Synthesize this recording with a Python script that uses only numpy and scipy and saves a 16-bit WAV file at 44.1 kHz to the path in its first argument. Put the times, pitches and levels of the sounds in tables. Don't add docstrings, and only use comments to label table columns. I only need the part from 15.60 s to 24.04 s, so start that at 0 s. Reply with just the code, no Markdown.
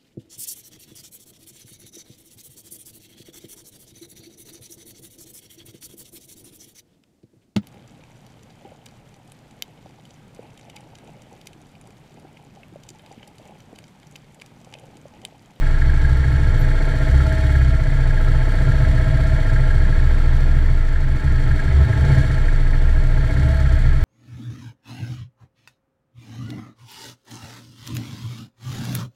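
import sys
import numpy as np
from scipy import signal
from scipy.fft import rfft, irfft, next_fast_len
from scipy.io import wavfile
from scipy.ndimage import uniform_filter1d, map_coordinates

SR = 44100
rng = np.random.default_rng(int(sys.argv[2]) if len(sys.argv) > 2 else 0)


def wav_out(sig):
    wavfile.write(sys.argv[1], SR, np.round(np.clip(np.atleast_2d(sig).T, -1, 1) * 32767).astype(np.int16))


N = 372204
TIME = np.arange(N) / SR
# (frequency [Hz], width [Hz], gain [dB])
CYLINDER_MODES = [(1395, 63, -9.5), (1645, 68, 0.5), (1812, 140, -7), (2108, 120, -14.5)]


def exhaust(turns, speed):
    # (crank order [per turn], direct gain [dB], resonant gain [dB])
    harmonics = [(2, -64, -14.5), (2.5, -42, -18), (3, -38, -10), (3.5, -30, -34), (4, -46, -22.5),
                 (4.5, -45, -24), (5, -47, -27), (5.5, -47, -25), (6, -47, -36)]
    # (frequency [Hz], half width [Hz])
    hollows = [(66, 3.77), (131, 7.3)]
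    # (time [s], gain [dB])
    fader = [(0, -8.5), (.3, -0.5), (.9, 2.5), (1.2, -5), (1.6, 2.5), (1.8, 1), (2.05, 1), (2.5, -1.5),
             (3.3, 0), (4.2, -3), (5.2, -4), (5.6, -8), (6.4, -0.5), (7, -3), (7.9, -1), (8.44, -1.5)]
    fader_db, = curves(fader)
    note = np.zeros(N)
    for order, direct_db, resonant_db in harmonics:
        resonance = sum(1 / (1 + ((order * speed - hz) / width) ** 2) for hz, width in hollows)
        phase = order * turns + rng.random() + wobble(6) / 50
        gain = (amp(direct_db) + amp(resonant_db) * resonance) * amp(0.78 * wobble(13))
        note += gain * np.sqrt(2) * np.sin(2 * np.pi * phase)
    return amp(fader_db) * note


def crank_shake(turns, speed, mount_hz=27.5, width_hz=5.8):
    # (time [s], half length [s], depth [dB])
    dips = [(.68, .17, -10), (1.36, 0.04, -4), (5.623, 0.069, -7), (6.331, 0.19, -14), (6.72, 0.065, -6),
            (7.751, 0.11, -2.5)]
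    response = 1 / np.hypot(1, 2 * (speed - mount_hz) / width_hz)
    dips_db = sum(db * bump(s, half_length) for s, half_length, db in dips)
    return amp(-13 + dips_db) * response * unit(np.sin(2 * np.pi * turns))


def contacts(turns):
    # (crank angle [turns], thud gain [dB], clack gain [dB], tick gain [dB])
    pattern = [(0.098, 7, -30, 7), (0.268, -1, 24.5, -46), (0.534, 7, 13, -32), (0.655, 1.5, 16.5, 13),
               (.77, 0, 2, 16), (0.979, -3.5, 14, 6.5), (1.19, -6.5, -37, 7), (1.331, -0.5, 16.5, 10),
               (1.568, -1, -11, 8.5), (1.691, 2, -10, 15)]
    angles, *gains_db = np.transpose(pattern)
    blows = np.array([strokes(turns, angle, scatter_db=1, jitter_s=.0001) for angle in angles])
    return [unit(amp(db) @ blows) for db in gains_db]


def panel_rumble(shake, speed):
    # (frequency [Hz], width [Hz], gain [dB])
    modes = [(209, 37, -44), (239.6, 12.9, -1), (293.4, 22, 5.5), (385, 35, -1.5), (462.3, 30, -5),
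             (501.7, 33, -3.5), (704.7, 31, -9), (863, 60, -6), (1061, 140, -16.5)]
    rumble = effort_gain(-36.5, 1.95) * even(ring(shake, modes, low_hz=196, high_hz=1270))
    acceleration = uniform_filter1d(np.gradient(speed) * SR, size=SR // 5)
    return amp(0.0778 * acceleration) * rumble


def fairing_song(shake, turns, speed):
    # (frequency [Hz], width [Hz], gain [dB])
    modes = [(643, 44, 9), (670, 32, -20)]
    # (crank order [per turn], gain [dB])
    harmonics = [(18.5, -10), (20.5, -9), (22, -13)]
    # (crank speed [turns/s], depth [nepers])
    throb_depths = [(29, .5), (30.5, 1.7), (31.7, 1.7), (33.5, .25)]
    # (time [s], relative level [dB])
    fader = [(0.0, -44.5), (0.63, -46.5), (1.48, -36.5), (1.55, -41), (1.69, -33), (2.07, -41.5),
             (2.11, -38), (2.44, -42), (3.62, -35.5), (4.47, -45), (5.69, -47.5), (6.53, -37.5),
             (7.05, -47), (7.69, -40.5), (7.78, -40), (7.9, -34.5), (8.37, -46.5), (8.44, -43)]
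    fader_db, = curves(fader)
    whine = sum(amp(db) * np.sin(2 * np.pi * order * turns) for order, db in harmonics)
    depth = np.interp(speed, *np.transpose(throb_depths))
    throb = np.exp(depth * np.cos(np.pi * (turns - 1.8)))
    song = ring(shake + amp(-8) * throb * whine, modes, low_hz=610, high_hz=700)
    return amp(fader_db + 0.5) * even(song)


def valve_clatter(clacks, ticks):
    # (frequency [Hz], width [Hz], gain [dB])
    casing_modes = [(1308, 43, 3.5), (1384, 40, 5), (1500, 95, -3), (1588, 37, 3.5), (1654, 66, 4),
                    (1745, 27, 2), (1809, 108, 1), (2013, 78, -0.5), (2178, 145, -2.5), (2430, 58, -8)]
    # (frequency [Hz], width [Hz], gain [dB])
    fin_modes = [(2720, 150, -9), (2912, 235, 6.5), (3172, 175, 10), (3320, 268, 10.5), (3518, 115, 8.5),
                 (3844, 460, 6.5), (4067, 220, -1), (4324, 260, 9.5), (5660, 520, -3.5), (5750, 170, -9),
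                 (7200, 140, 1.5), (7680, 780, -3.5), (8200, 400, -6.5), (9900, 1350, -11.5)]
    blows = clacks + bursts(clacks, decay_s=0.0064)
    casing_drive = blows + amp(5.5) * rng.standard_normal(N)
    fin_drive = amp(-20) * blows + bursts(ticks, decay_s=0.011) + amp(3.5) * rng.standard_normal(N)
    clatter = even(ring(casing_drive, casing_modes, low_hz=1205, high_hz=2900))
    hiss = even(ring(fin_drive, fin_modes, low_hz=2250, high_hz=13100))
    return effort_gain(-37.5, 1.55) * clatter + effort_gain(-47.5, 2.07) * hiss


def tappets(ticks, scatter_db=7):
    # (frequency [Hz], gain [dB])
    tick_eq = [(2000, -35), (4000, 2), (7500, -4), (9000, -6.5), (10500, -11.5), (12000, -22), (13500, -17),
               (15000, -26)]
    # (frequency [Hz], gain [dB])
    snap_eq = [(5000, -25), (8000, -3), (11000, -3), (13500, -3), (15000, -7)]
    tick_hits, snap_hits = ticks * amp(scatter_db * rng.uniform(-1, 1, (2, N)))
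    ticking = coloured(bursts(tick_hits, decay_s=0.0092), tick_eq)
    snapping = coloured(bursts(snap_hits, decay_s=0.0018), snap_eq)
    return effort_gain(-57, 1.5) * ticking + effort_gain(-66, 1.7) * snapping


def piston_slap(turns):
    # (time [s], rear level [dB], front level [dB])
    faders = [(0, -38, -51), (.5, -42, -43), (1.05, -41.5, -48), (1.5, -42.5, -40), (2, -51, -40.5),
              (2.4, -42, -46), (3.1, -41, -45), (4.2, -40.5, -45), (4.5, -45, -47.5), (5.4, -48, -55),
              (5.8, -43, -61), (6.55, -44, -41), (7.05, -48, -48), (7.9, -52, -42), (8.44, -45, -48)]
    slaps = np.zeros(N)
    for angle, level_db in zip((1.57, .52), curves(faders)):
        blows = unit(strokes(turns, angle, scatter_db=1, jitter_s=.0005))
        chatter = amp(-7) * bursts(blows, decay_s=.006)
        slaps += amp(level_db) * ring(blows + chatter, CYLINDER_MODES, low_hz=1160, high_hz=2510)
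    return slaps


def piston_knocks(lead_s=.003):
    # (time [s], relative level [dB])
    hits = [(0.2186, -23), (0.295, -35), (0.4476, -20), (0.6403, -27), (0.682, -27), (1.1104, -25),
            (1.1794, -24), (3.1807, -27.5), (3.2447, -24), (3.893, -28), (3.9612, -20), (4.1046, -23),
            (5.3582, -24), (5.6766, -19), (5.9125, -23), (5.9923, -21.5), (6.2467, -22), (6.33, -18),
            (6.8843, -19)]
    times, db = np.transpose(hits)
    blows = np.bincount(((times - lead_s) * SR).astype(int), amp(db), N)
    clank = ring(blows, CYLINDER_MODES, low_hz=1200, high_hz=2400)
    return amp(db.max() - 2.5) * clank / np.abs(clank).max()


def squeak(start_s=0.99, length_s=0.033, pitch_hz=12950, width_hz=130, db=-50):
    tone = unit(filtered(rng.standard_normal(N), lambda f: np.exp(-((f - pitch_hz) / width_hz) ** 2)))
    return amp(db) * tone * bump(start_s + length_s / 2, length_s / 2)


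def firings(turns, rear_db=-4.5):
    front, rear = (strokes(turns, angle, scatter_db=3, jitter_s=.00058) for angle in (.55, .55 + 9 / 8))
    return unit(front + amp(rear_db) * rear)


def motorcycles_ahead():
    # (time [s], crank speed [turns/s], base level [dB])
    ride = [(0, 28.1, -26), (1.3, 30.7, -29), (2.2, 31, -28), (2.5, 28, -28.5), (3.1, 28.4, -21),
            (5.4, 28.1, -26), (5.8, 26.6, -22), (6.6, 29.5, -19), (7, 27, -27), (8.44, 27.4, -25)]
    # (time [s], half length [s], boom boost [dB], drone boost [dB])
    surges = [(5.69, 0.12, 3.5, 4.5), (6.225, 0.067, 8.5, 6), (6.492, 0.11, 4.5, 8), (7.848, 0.1, 9, 9.5),
              (8.15, 0.039, 8.5, 0)]
    # (frequency [Hz], width [Hz], gain [dB])
    pipe_modes = [(65.7, 8, 6), (77.6, 7.3, -15), (93.2, 21, -11.5)]
    # (frequency [Hz], width [Hz], gain [dB])
    body_modes = [(132.2, 18.6, 4.5), (157.5, 40, -17), (184.3, 11.6, -19)]
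    speed, base_db = curves(ride)
    cranks = [np.cumsum(speed + 1.3 * wobble(1.2)) / SR + rng.random() for _ in range(3)]
    pulses = sum(firings(turns) for turns in cranks)
    boom_db = base_db + sum(db * bump(s, half_length) for s, half_length, db, _ in surges)
    drone_db = base_db - 2 + sum(db * bump(s, half_length) for s, half_length, _, db in surges)
    boom = even(ring(pulses, pipe_modes, low_hz=67.6, high_hz=130.4))
    drone = even(ring(pulses, body_modes, low_hz=90.6, high_hz=216))
    return amp(boom_db) * boom + amp(drone_db) * drone


def street():
    # (frequency [Hz], gain [dB])
    traffic_eq = [(20, -17), (70, -7.5), (160, -14.5), (300, -22), (570, -31.5), (1000, -30.5), (1220, -34),
                  (2300, -38.5), (4000, -45), (6500, -55.5), (10000, -60.5), (15000, -65.5)]
    return amp(-32 + 0.9 * wobble(2.635)) * coloured(rng.standard_normal(N), traffic_eq)


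def effort_gain(base_db, growth):
    # (time [s], relative level [dB])
    effort = [(0.1, -40), (0.24, -40), (1.89, -38), (2.21, -40), (3.09, -39), (3.78, -39), (3.82, -39),
              (5.48, -41.5), (5.71, -40), (6.44, -39), (6.49, -37), (6.86, -40), (7.45, -41), (7.82, -39),
              (8.3, -40), (8.35, -40.5)]
    effort_db, = curves(effort)
    return amp(base_db + growth * (effort_db - effort_db.mean()))


def strokes(turns, angle, scatter_db, jitter_s, cycles=200):
    timing, size = rng.standard_normal((cycles, 2)).T
    when = np.interp(2 * np.arange(cycles) + angle, turns, TIME, right=2 * TIME[-1]) + jitter_s * timing
    heard = (when > 0) & (when < TIME[-1])
    return np.bincount((when[heard] * SR).astype(int), amp(scatter_db * size[heard]), N)


def bursts(pulses, decay_s):
    envelope = signal.lfilter([1], [1, -np.exp(-1 / (decay_s * SR))], pulses)
    return unit(envelope * rng.standard_normal(N))


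def ring(x, modes, low_hz, high_hz):
    def response(f):
        return sum(amp(db) * (1j * f * width / (hz * hz - f * f + 1j * f * width)) ** 2
                   for hz, width, db in modes)
    band = signal.butter(2, [low_hz, high_hz], "band", fs=SR, output="sos")
    return unit(signal.sosfilt(band, filtered(x, response)))


def coloured(x, eq):
    hz, db = np.transpose(eq)
    return unit(filtered(x, lambda f: amp(np.interp(np.log(f + 1), np.log(hz), db))))


def filtered(x, response):
    size = next_fast_len(N + SR // 2)
    return irfft(rfft(x, size) * response(np.fft.rfftfreq(size, 1 / SR)), size)[:N]


def even(x):
    power = uniform_filter1d(uniform_filter1d(x ** 2, size=SR // 7), size=SR // 10)
    return x / np.sqrt(np.abs(power) + 1e-20)


def curves(rows):
    times, *columns = np.transpose(rows)
    return [np.interp(TIME, times, column) for column in columns]


def wobble(rate):
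    return map_coordinates(rng.standard_normal(400), [TIME * rate], mode="wrap")


def bump(centre_s, half_length_s):
    return np.exp(-((TIME - centre_s) / half_length_s) ** 2)


def amp(db):
    return 10 ** (np.asarray(db) / 20)


def unit(x):
    return x / np.sqrt(np.mean(x ** 2) + 1e-20)


def scene():
    # (time [s], crank speed [turns/s])
    ride = [(0, 26.6), (.3, 25.9), (.7, 26.1), (.95, 28.2), (1.15, 29.2), (1.35, 30.4), (1.48, 31.1),
            (1.65, 34.6), (1.82, 34.6), (2.05, 32.6), (2.3, 29.8), (2.65, 28.3), (2.95, 30.3), (3.25, 30.6),
            (3.62, 31.6), (3.9, 29.4), (4.2, 27.25), (5.1, 27.25), (5.4, 25.1), (5.8, 25.6), (6.1, 23.4),
            (6.32, 24.4), (6.58, 31.6), (6.8, 28.1), (7.05, 27.1), (7.52, 28), (7.7, 31.7), (7.93, 36.1),
            (8.15, 30.7), (8.44, 23.8)]
    speed, = curves(ride)
    turns = np.cumsum(speed) / SR - .136
    thuds, clacks, ticks = contacts(turns)
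    low_end = exhaust(turns, speed) + crank_shake(turns, speed)
    shake = thuds + amp(-18) * bursts(thuds, decay_s=.008)
    bodywork = panel_rumble(shake, speed) + fairing_song(shake, turns, speed)
    mechanics = valve_clatter(clacks, ticks) + tappets(ticks) + piston_slap(turns) + piston_knocks()
    return (low_end + bodywork + mechanics + squeak() + motorcycles_ahead() + street())[None]


def record(dry, top_hz=15250):
    return filtered(dry[0], lambda hz: hz < top_hz)[None]


dry = scene()
out = record(dry)
wav_out(out)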